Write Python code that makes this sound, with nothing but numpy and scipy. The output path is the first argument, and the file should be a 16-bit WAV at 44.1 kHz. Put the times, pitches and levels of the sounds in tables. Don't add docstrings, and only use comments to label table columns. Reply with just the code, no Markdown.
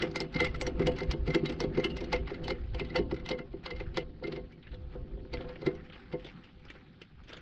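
import sys
import numpy as np
from scipy import signal
from scipy.fft import rfft, irfft, next_fast_len
from scipy.io import wavfile
from scipy.ndimage import uniform_filter1d, minimum_filter1d, map_coordinates

SR = 44100
rng = np.random.default_rng(int(sys.argv[2]) if len(sys.argv) > 2 else 0)


def master(y):
    cut = np.clip(np.atleast_2d(y).T, -1, 1)
    pcm = np.round(cut * 32767)
    wavfile.write(sys.argv[1], SR, pcm.astype(np.int16))


N = 326781

# [t/s, level/dB, frame ring re contact/dB, handle ring/dB, treble/dB]
CONTACTS = [(0.0214, -25.5, -1.5, -11, -18), (0.0534, -52.5, -9.5, -16, -30),
            (0.1134, -43.5, -4, -14.5, -24), (0.1585, -25.5, -8, -20.5, -17.5),
            (0.2039, -25, -15, -19, -17.5), (0.3277, -45.5, -18.5, -19.5, -24.5),
            (0.3456, -33, -2.5, -20.5, -29.5), (0.3641, -31.5, 0, -12.5, -30.5),
            (0.404, -17.5, -1, -10.5, -19.5), (0.4459, -26, -1.5, -8, -20),
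            (0.4684, -33, -6.5, -12.5, -28.5), (0.5462, -40.5, 0, -16.5, -24.5),
            (0.5594, -44.5, -15.5, -13.5, -21), (0.613, -25.5, -10.5, -14, -14.5),
            (0.6669, -27, -8, -14, -21), (0.7951, -33.5, -4.5, -17.5, -30),
            (0.8204, -37.5, 1.5, -15.5, -23), (0.8694, -22.5, -8.5, -7, -20.5),
            (0.9184, -43, -15.5, -3.5, -24.5), (0.9632, -37.5, -14, -4.5, -26.5),
            (0.9872, -33, -0.5, -11, -26), (1.0051, -33, -4.5, -24.5, -30.5),
            (1.0331, -39, -12, -20.5, -23), (1.1124, -24.5, -18, -21, -22.5), (1.2645, -42, -7, -9, -28),
            (1.277, -32, -7, -19.5, -31.5), (1.3044, -35, 2, -9, -30), (1.3478, -23.5, -5, -7.5, -17.5),
            (1.3794, -40, -11.5, -11.5, -32), (1.4586, -27.5, -12, -10, -25),
            (1.496, -31.5, -12, -19.5, -20.5), (1.5234, -39, -14.5, -16, -20.5),
            (1.6043, -26, -8, -22.5, -20.5), (1.6374, -37, -18.5, -23, -27.5),
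            (1.7489, -38, -3.5, -7, -38.5), (1.7744, -33.5, -2.5, -22.5, -31.5),
            (1.7984, -37, 0.5, -18.5, -27), (1.8427, -25, -7, -2, -19), (1.9031, -40, -20, -3, -26),
            (1.9689, -32, -8.5, -8.5, -24), (2.0078, -40, -11, -19.5, -22.5),
            (2.0413, -41, -15.5, -12.5, -22), (2.1286, -21.5, -2, -18, -22.5), (2.1604, -32, -14, -16, -41),
            (2.2762, -42, -2.5, -7, -33), (2.3052, -36.5, -7.5, -13, -38), (2.3426, -39, -4, -15.5, -32.5),
            (2.4423, -38, -19.5, -4, -23), (2.4813, -28, -14.5, -12, -27),
            (2.5037, -30.5, -5.5, -13, -23.5), (2.7467, -35, -16.5, -5.5, -27.5),
            (2.797, -26, -11, -12, -36), (2.8489, -37.5, -13.5, -17.5, -36),
            (2.9013, -40, -5, -27.5, -42.5), (2.9587, -21.5, -3.5, -8, -28.5),
            (2.9864, -34, -13, -23.5, -34), (3.1123, -37.5, -9.5, -15, -27.5),
            (3.1433, -49.5, 0, -15.5, -20), (3.1647, -42.5, -1.5, -17.5, -34.5),
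            (3.1984, -45.5, -2, -13.5, -35), (3.261, -33.5, -9.5, -5.5, -29),
            (3.2899, -28.5, -18.5, -12, -21.5), (3.3124, -30, -5, -2, -31), (3.3887, -38.5, -1.5, -11, -36),
            (3.5294, -54, -8.5, -8, -37), (3.6381, -46.5, -16, -10, -30),
            (3.6611, -29.5, -12.5, -10, -33.5), (3.707, -35.5, -4, -7.5, -32.5),
            (3.7628, -44.5, -3.5, -13, -28.5), (3.8003, -35, -8.5, -29, -42),
            (3.9439, -43.5, -14.5, -9.5, -33), (3.9724, -22.5, -9.5, -17.5, -26),
            (4.2393, -36, -3, -22.5, -47.5), (4.2717, -34.5, -18, -22.5, -44),
            (4.3231, -35.5, -12, -20.5, -36), (4.362, -35.5, -12, -21, -45),
            (4.5221, -51, -16.5, -9.5, -29.5), (5.3368, -28.5, -12.5, -19.5, -33.5),
            (5.4904, -41.5, -17, -17, -66.5), (5.6186, -44.5, -7.5, -15, -27),
            (5.6645, -28.5, -6, -20.5, -26.5), (5.7498, -47.5, -9, -19, -29),
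            (6.1265, -38.5, -8, -10, -37.5)]
# [t/s, level/dB, f/Hz, decay time t60/s]
PING_EVENTS = [(.21, -45.5, 4360, 0.1), (0.666, -28.5, 5650, 0.032), (1.461, -36.5, 3860, 0.083),
               (1.862, -38, 3000, 0.079), (1.899, -48.5, 2820, 0.34), (2.44, -40.5, 3027, 0.094),
               (2.484, -27.5, 4370, 0.017), (2.957, -30.5, 4510, 0.062), (4.527, -51, 2290, 0.052)]
# [f/Hz, bandwidth/Hz, level/dB]
FRAME_MODES = [(1391, 50, -6.5), (1810, 17, -13), (2000, 35, -2), (2095.4, 18, 7), (2306, 20, -12.5)]
HANDLE_MODES = [(2700, 18, 13.5), (2956, 25, 17), (3310, 64, 10.5)]
PAWL_MODES = [(3880, 160, 6), (4170, 84, 7.5), (4470, 86, 10), (4980, 76, 7), (5240, 17, -11.5),
              (5680, 50, -23)]
# [f/Hz, level per Hz/dB]
RATTLE_SPECTRUM = [(500, -20), (850, -2.5), (1400, -14), (2100, -4.5), (3000, -11), (4500, -12.5),
                   (5700, -16), (6200, -24), (8200, -34.5), (8900, -53.5), (11000, -49.5), (14000, -61),
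                   (15700, -73.5)]
# [t/s, level/dB, beam re jolt/dB, short planks re jolt/dB]
JOLT_EVENTS = [(0.027, -22.5, -4.5, -11), (0.158, -32, -8.5, -7), (0.209, -24.5, -14, -13),
               (0.35, -30, 9.5, -9.5), (0.407, -19, -8.5, -9), (0.548, -35, -12.5, -10.5),
               (0.614, -30.5, -19.5, -3.5), (0.671, -24, -12.5, -12), (0.796, -17.5, -1.5, -20.5),
               (0.87, -19.5, -16, -8.5), (1.011, -28.5, -17.5, -9.5), (1.086, -38, -9, -11.5),
               (1.137, -21.5, -4.5, -17.5), (1.278, -21.5, 0, -12.5), (1.349, -15.5, -12, -19),
               (1.425, -22.5, -1.5, -37.5), (1.497, -24.5, -11, -15.5), (1.604, -27, -13.5, -7.5),
               (1.636, -19, -7.5, -15), (1.774, -18, -3.5, -14.5), (1.844, -20, -14, -25),
               (2.014, -27, -22.5, -11.5), (2.133, -27, -17.5, -2.5), (2.31, -28, -15.5, -16.5),
               (2.451, -35, -17.5, -8.5), (2.484, -25, -22.5, -17.5), (2.508, -22, -22.5, -19.5),
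               (2.744, -36, -16.5, -7.5), (2.804, -26, -13, -21.5), (2.906, -37, -15, -15.5),
               (2.956, -31.5, -28, 3), (2.987, -16.5, -20.5, -23.5), (3.12, -21, -9, -21),
               (3.304, -26, -9, -10.5), (3.323, -26.5, -18.5, -11), (3.394, -31.5, -25.5, -11),
               (3.536, -28.5, -17.5, -23.5), (3.66, -34.5, -30, -8), (3.713, -33, -12.5, -8.5),
               (3.803, -33, -13, -14.5), (3.973, -23.5, -14, -10), (4.222, -42, -19, 0),
               (4.241, -24, -14.5, -20), (4.272, -24.5, -11, -20.5), (4.327, -34.5, -21, -10),
               (4.367, -29.5, -20, -13.5), (4.73, -50, -12.5, -0.5), (4.95, -34.5, -6.5, -9),
               (5.172, -40, -2, -16), (5.249, -48, -9.5, -4), (5.335, -30.5, -4, -5), (5.399, -36, -9, -7),
               (5.444, -42.5, -18.5, 1), (5.491, -41.5, -14, -1.5), (5.62, -31, -19, -10.5),
               (5.666, -15.5, -7, -19.5), (5.738, -34, -11.5, -34), (6.133, -26, -4.5, -11),
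               (6.243, -41.5, 1.5, -27.5)]
# [f/Hz, bandwidth/Hz, level/dB]
LONG_PLANK_MODES = [(332.9, 19.6, 0), (391.4, 16.8, 0.5), (420.3, 15.4, -6.5)]
SHORT_PLANK_MODES = [(501.1, 10.6, 11), (542, 48, -13), (554, 15, -11), (595, 540, -18.5),
                     (682.3, 9.8, -3.5), (751, 16, -8.5), (816, 110, -23), (904, 15, -8.5),
                     (1070, 5.3, -7.5)]
BEAM_MODES = [(156.3, 18.5, -2), (242.4, 18, -6), (288.7, 18, -8.5)]
# [f/Hz, level per Hz/dB]
THUD_SPECTRUM = [(120, -12), (250, -6), (450, 10.5), (650, -12.5), (900, -8), (1500, -29), (4000, -120)]
RUMBLE_SPECTRUM = [(12, -3), (20, -3), (54, 5), (102, -7.5), (140, -9.5), (180, -56), (310, -120)]
# [t/s, level/dB]
GROAN_LEVEL = [(0.0, -37.5), (0.31, -50.5), (0.89, -37), (1.22, -48.5), (1.46, -41), (2.43, -44),
               (2.56, -54.5), (2.77, -51), (2.99, -42.5), (3.55, -59), (3.84, -51), (4.66, -58),
               (5.08, -48.5), (5.61, -51.5), (5.96, -60.5), (6.91, -61), (7.06, -75.5), (7.41, -61)]
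RUMBLE_LEVEL = [(0.0, -50), (0.06, -41), (0.29, -47), (0.41, -35.5), (0.62, -38), (0.8, -34.5),
                (1.01, -41.5), (1.09, -29.5), (1.15, -42.5), (2.56, -38), (3.16, -41.5), (3.24, -45.5),
                (3.61, -43.5), (3.65, -48), (3.88, -38.5), (4.58, -57.5), (4.72, -38.5), (6.48, -59),
                (6.58, -49.5), (7.1, -67.5), (7.14, -50), (7.41, -59)]
# [t/s, level/dB, treble/dB, decay time t60/s]
SNAP_EVENTS = [(4.627, -53.5, -53.5, 0.15), (4.67, -48.5, -59, 0.095), (4.717, -54.5, -26.5, 0.13),
               (4.742, -51.5, -18, 0.06), (5.372, -43.5, -30, 0.071), (5.407, -43.5, -39, 0.069),
               (5.449, -50, -40, 0.051), (5.504, -47, -37, 0.025), (5.558, -44, -32, 0.04),
               (5.592, -56.5, -22, 0.053), (5.775, -57, -32.5, 0.06), (5.9, -44, -43, 0.044),
               (5.924, -44.5, -48.5, 0.14), (5.958, -49, -37, 0.036), (6.02, -54, -36, 0.06),
               (6.197, -52, -15.5, 0.12), (6.247, -41.5, -17.5, 0.05), (6.264, -46.5, -18, 0.18),
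               (6.438, -53, -18, 0.11), (6.652, -49, -16, 0.06), (6.684, -48, -32, 0.043),
               (6.702, -39.5, -16.5, 0.051), (6.752, -52.5, -39.5, 0.078), (7.017, -43, -12.5, 0.068),
               (7.237, -54, -17.5, 0.09), (7.283, -50, -14, 0.035), (7.293, -46, -13.5, 0.095),
               (7.332, -40.5, -14.5, 0.067), (7.367, -48.5, -15, 0.11)]
# [middle t/s, level/dB, length/s]
SWISH_EVENTS = [(4.939, -66, 0.083), (5.414, -59.5, 0.073), (5.975, -66, 0.08), (6.317, -72.5, 0.22),
                (6.73, -64, 0.13), (7.32, -58.5, 0.097)]
# [t/s, level/dB]
SCRAPE_LEVEL = [(0.0, -44), (0.16, -64.5), (2.37, -60), (2.52, -59.5), (3.01, -68), (3.63, -69.5),
                (3.86, -61), (3.98, -72.5), (4.37, -71.5), (5.36, -69.5), (5.53, -59.5), (5.7, -61),
                (7.26, -69.5), (7.41, -61.5)]
# [f/Hz, level per Hz/dB]
RUSTLE_SPECTRUM = [(150, -25.5), (290, 12), (500, 7.5), (729, -0.5), (1200, -5), (1440, 1.5), (1700, 3.5),
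                   (3060, 4.5), (6100, -21.5), (7930, -37.5), (13400, -120)]
SCRAPE_SPECTRUM = [(350, -16), (600, -7.5), (780, 15.5), (947, 5.5), (1290, 13.5), (2140, 9.5), (3250, 2.5),
                   (4300, -1), (5220, -8), (6100, -20.5), (7930, -27.5), (13400, -120)]
# [f/Hz, level per Hz/dB]
AIR_SPECTRUM = [(15, -2), (25, -4), (91, 4.5), (154, 15.5), (238, 9), (533, -14.5), (788, -24.5),
                (1300, -33.5), (2000, -24.5), (3130, -15.5), (4420, -18.5), (6100, -42.5), (7930, -67.5),
                (13400, -120)]
# [f/Hz, side minus mid/dB]
SIDE_LEVEL = [(60, -59), (500, -68.5), (1500, -56), (4000, -39.5), (8000, -23), (13000, -5)]

PAWL_RING_DB, PAWL_SCATTER_DB = 7, 4
RATTLE_T60_S = 0.059
CRACK_DB, CRACK_T60_S = -4, 0.012
PUSH_T60_S = 0.05
THUD_DB, THUD_T60_S = 6.5, 0.037
AFTER_DB, AFTER_T60_S = -19.5, 0.34
GRIND_DB, GRIND_T60_S = -14.5, 0.14
AIR_DB = -57
CEILING, HOLD_S = 0.15, 0.006
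HISS_DB, TOP_HZ = -100, 15700


def ratchet():
    times, db, frame_db, handle_db, treble_db = np.transpose(CONTACTS)
    t60 = np.full(len(times), RATTLE_T60_S)
    pawl_db = PAWL_RING_DB + PAWL_SCATTER_DB * rng.standard_normal(len(times))
    sliding = bursts(times, db, 3 * t60, rise=0.014, creep=0.0047)
    parts = ((FRAME_MODES, frame_db + 29, -10),
             (HANDLE_MODES, handle_db + 15, -12),
             (PAWL_MODES, pawl_db, -14))
    ring = 0
    for modes, ring_db, slide_db in parts:
        push = bursts(times, db + ring_db, 0.56 * t60, rise=0.005, creep=0.0045)
        friction = rng.standard_normal(N) * (push + amp(slide_db) * sliding)
        blows = strikes(times + 0.002006, db + ring_db + 13.5)
        ring = ring + ringing(friction + blows, modes)
    ring = filtered(ring, lambda hz: 1 / (1 + 1j * hz / 6000) ** 6)
    ring = wavering(ring, share=0.008, rate=60)
    flutter = amp(3 * wobble(130))
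    rattle = with_treble(times, db - 7, treble_db, t60, RATTLE_SPECTRUM, rise=0.0016, creep=0.006)
    crack_t60 = np.full(len(times), CRACK_T60_S)
    crack = with_treble(times, db + CRACK_DB, treble_db, crack_t60, RATTLE_SPECTRUM,
                        rise=0.0004, creep=0.001)
    return (ring + pings()) * flutter + rattle + crack


def pings():
    out, t = np.zeros(N + SR), np.arange(SR // 2) / SR
    for start, db, hz, t60 in PING_EVENTS:
        phase_walk = np.cumsum(rng.standard_normal(len(t))) * 0.038
        envelope = amp(db - 60 * t / t60) * (1 - np.exp(-t / 0.0018))
        out[round(start * SR):][:len(t)] += envelope * np.sin(2 * np.pi * hz * t + phase_walk)
    return out[:N]


def deck():
    wood = filtered(knocks() + groan(), lambda hz: 1 / (1 + 1j * hz / 1800) ** 3)
    return wood + rumble()


def knocks():
    times, db, beam_db, short_db = np.transpose(JOLT_EVENTS)
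    each = np.ones(len(times))
    parts = ((LONG_PLANK_MODES, 18), (SHORT_PLANK_MODES, short_db + 24), (BEAM_MODES, beam_db + 22.5))
    ring = 0
    for modes, part_db in parts:
        envelope = bursts(times, db + part_db, PUSH_T60_S * each, rise=0.006, creep=0.006)
        push = rng.standard_normal(N) * envelope
        blows = strikes(times + 0.003007, db + part_db + 27)
        ring = ring + ringing(push + blows, modes)
    ring = wavering(ring, share=0.011, rate=30) * amp(2 * wobble(70))
    thud = bursts(times, db + short_db + THUD_DB, THUD_T60_S * each, rise=0.003, creep=0.005)
    return ring + coloured(THUD_SPECTRUM) * thud


def groan():
    slips = rng.standard_normal(N) * amp(1.75 * wobble(25))
    long_part = ringing(slips, LONG_PLANK_MODES)
    short_part = amp(-11) * ringing(slips, SHORT_PLANK_MODES)
    beam_part = amp(6.5) * ringing(slips, BEAM_MODES)
    times, db = np.transpose(JOLT_EVENTS)[:2]
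    after = bursts(times, db + AFTER_DB, np.full(len(times), AFTER_T60_S), rise=0.0082, creep=0.021)
    load = amp(curve(GROAN_LEVEL)) + after
    return load * unit(long_part + short_part + beam_part)


def rumble():
    swell = amp(2.7 * wobble(26) + 2.9 * wobble(9))
    return amp(curve(RUMBLE_LEVEL)) * unit(coloured(RUMBLE_SPECTRUM) * swell)


def webbing():
    times, db, treble_db, t60 = np.transpose(SNAP_EVENTS)
    snaps = with_treble(times, db, treble_db, t60, RUSTLE_SPECTRUM, rise=0.0015, creep=0.006)
    graininess = amp(1.6 * wobble(60) + 2.2 * wobble(300))
    grains = unit(patchy(coloured(SCRAPE_SPECTRUM), depth_db=3) * graininess)
    t = np.arange(N) / SR
    swish = sum(amp(level) * np.exp(-(2 * (t - middle) / length) ** 2)
                for middle, level, length in SWISH_EVENTS)
    times, db = np.transpose(CONTACTS)[:2]
    grind = bursts(times, db + GRIND_DB, np.full(len(times), GRIND_T60_S), rise=0.016, creep=0.009)
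    return snaps + (amp(curve(SCRAPE_LEVEL)) + swish + grind) * grains


def air():
    return amp(AIR_DB) * patchy(coloured(AIR_SPECTRUM), depth_db=3)


def bursts(times, levels_db, t60s, rise, creep):
    half = SR // 5
    env, t = np.zeros(N + SR), np.arange(-half, half) / SR
    after = np.maximum(t, 0)
    drag = 0.13 * np.exp(np.minimum(t, 0) / creep) * np.exp(-after / rise)
    onset = np.maximum(drag, 1 - np.exp(-after / rise))
    for start, db, t60 in zip(times, levels_db, t60s):
        decay = amp(db - 60 * after / np.clip(t60, 0.008, 0.4))
        env[round(start * SR):][:len(t)] += onset * decay
    return env[half + round(rise * SR):][:N]


def with_treble(times, db, treble_db, t60, spectrum, rise, creep):
    def body_share(hz):
        return 1 / (1 + (hz / 4700) ** 6)

    noise = patchy(coloured(spectrum), depth_db=4.5) * amp(1.6 * wobble(400))
    body = noise * bursts(times, db, t60, rise, creep)
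    top = noise * bursts(times, db + treble_db + 24, 1.01 * t60, rise, creep)
    return filtered(body, body_share) + filtered(top, lambda hz: 1 - body_share(hz))


def strikes(times, levels_db):
    x = np.zeros(N)
    x[np.round(times * SR).astype(int)] = amp(levels_db) * rng.choice([-1, 1], len(times))
    return x


def ringing(x, modes):
    def response(f):
        total = 0
        for k, (centre, width, db) in enumerate(modes):
            damping = 1j * f * width
            total = total + (-1) ** k * amp(db) * damping / (centre ** 2 - f ** 2 + damping)
        return total

    return filtered(x, response)


def wavering(x, share, rate):
    delay = share * SR / rate * wobble(rate)
    return map_coordinates(x, [np.arange(N) + delay], mode="nearest")


def patchy(x, depth_db):
    z = signal.stft(x, nperseg=256)[2]
    field = uniform_filter1d(rng.standard_normal(z.shape), size=5, axis=0)
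    field = uniform_filter1d(field, size=12, axis=1)
    return unit(signal.istft(z * amp(depth_db * unit(field)), nperseg=256)[1][:N])


def coloured(spectrum):
    return unit(filtered(rng.standard_normal(N), lambda hz: amp(along(spectrum, hz))))


def filtered(x, response):
    m = next_fast_len(N + SR // 2)
    return irfft(rfft(x, m) * response(np.fft.rfftfreq(m, 1 / SR)), m)[..., :N]


def wobble(rate):
    knots = rng.standard_normal(int(N * rate / SR) + 4)
    return map_coordinates(knots, [np.arange(N) * rate / SR])


def curve(rows):
    t, value = np.transpose(rows)
    return np.interp(np.arange(N) / SR, t, value)


def along(points, hz):
    f, v = np.transpose(points)
    return np.interp(np.log(hz + 1), np.log(f + 1), v)


def amp(db):
    return 10 ** (np.asarray(db) / 20)


def unit(x):
    return x / np.sqrt(np.mean(x ** 2) + 1e-20)


def scene():
    mid = ratchet() + deck() + webbing() + air()

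    def scatter(hz):
        band = np.arange(len(hz)) // 60
        return np.exp(2j * np.pi * rng.random(len(hz) // 60 + 1)[band])

    side = filtered(mid, lambda hz: amp(along(SIDE_LEVEL, hz)) * scatter(hz))
    return np.array([mid + side, mid - side])


def record(dry):
    hold = round(HOLD_S * SR)
    need = np.minimum(1, CEILING / (np.abs(dry).max(axis=0) + 1e-9))
    gain = uniform_filter1d(minimum_filter1d(need, size=2 * hold), size=hold)
    hiss = amp(HISS_DB) * rng.standard_normal(dry.shape)
    return filtered(dry * gain + hiss, lambda hz: hz < TOP_HZ)


dry = scene()
out = record(dry)
master(out)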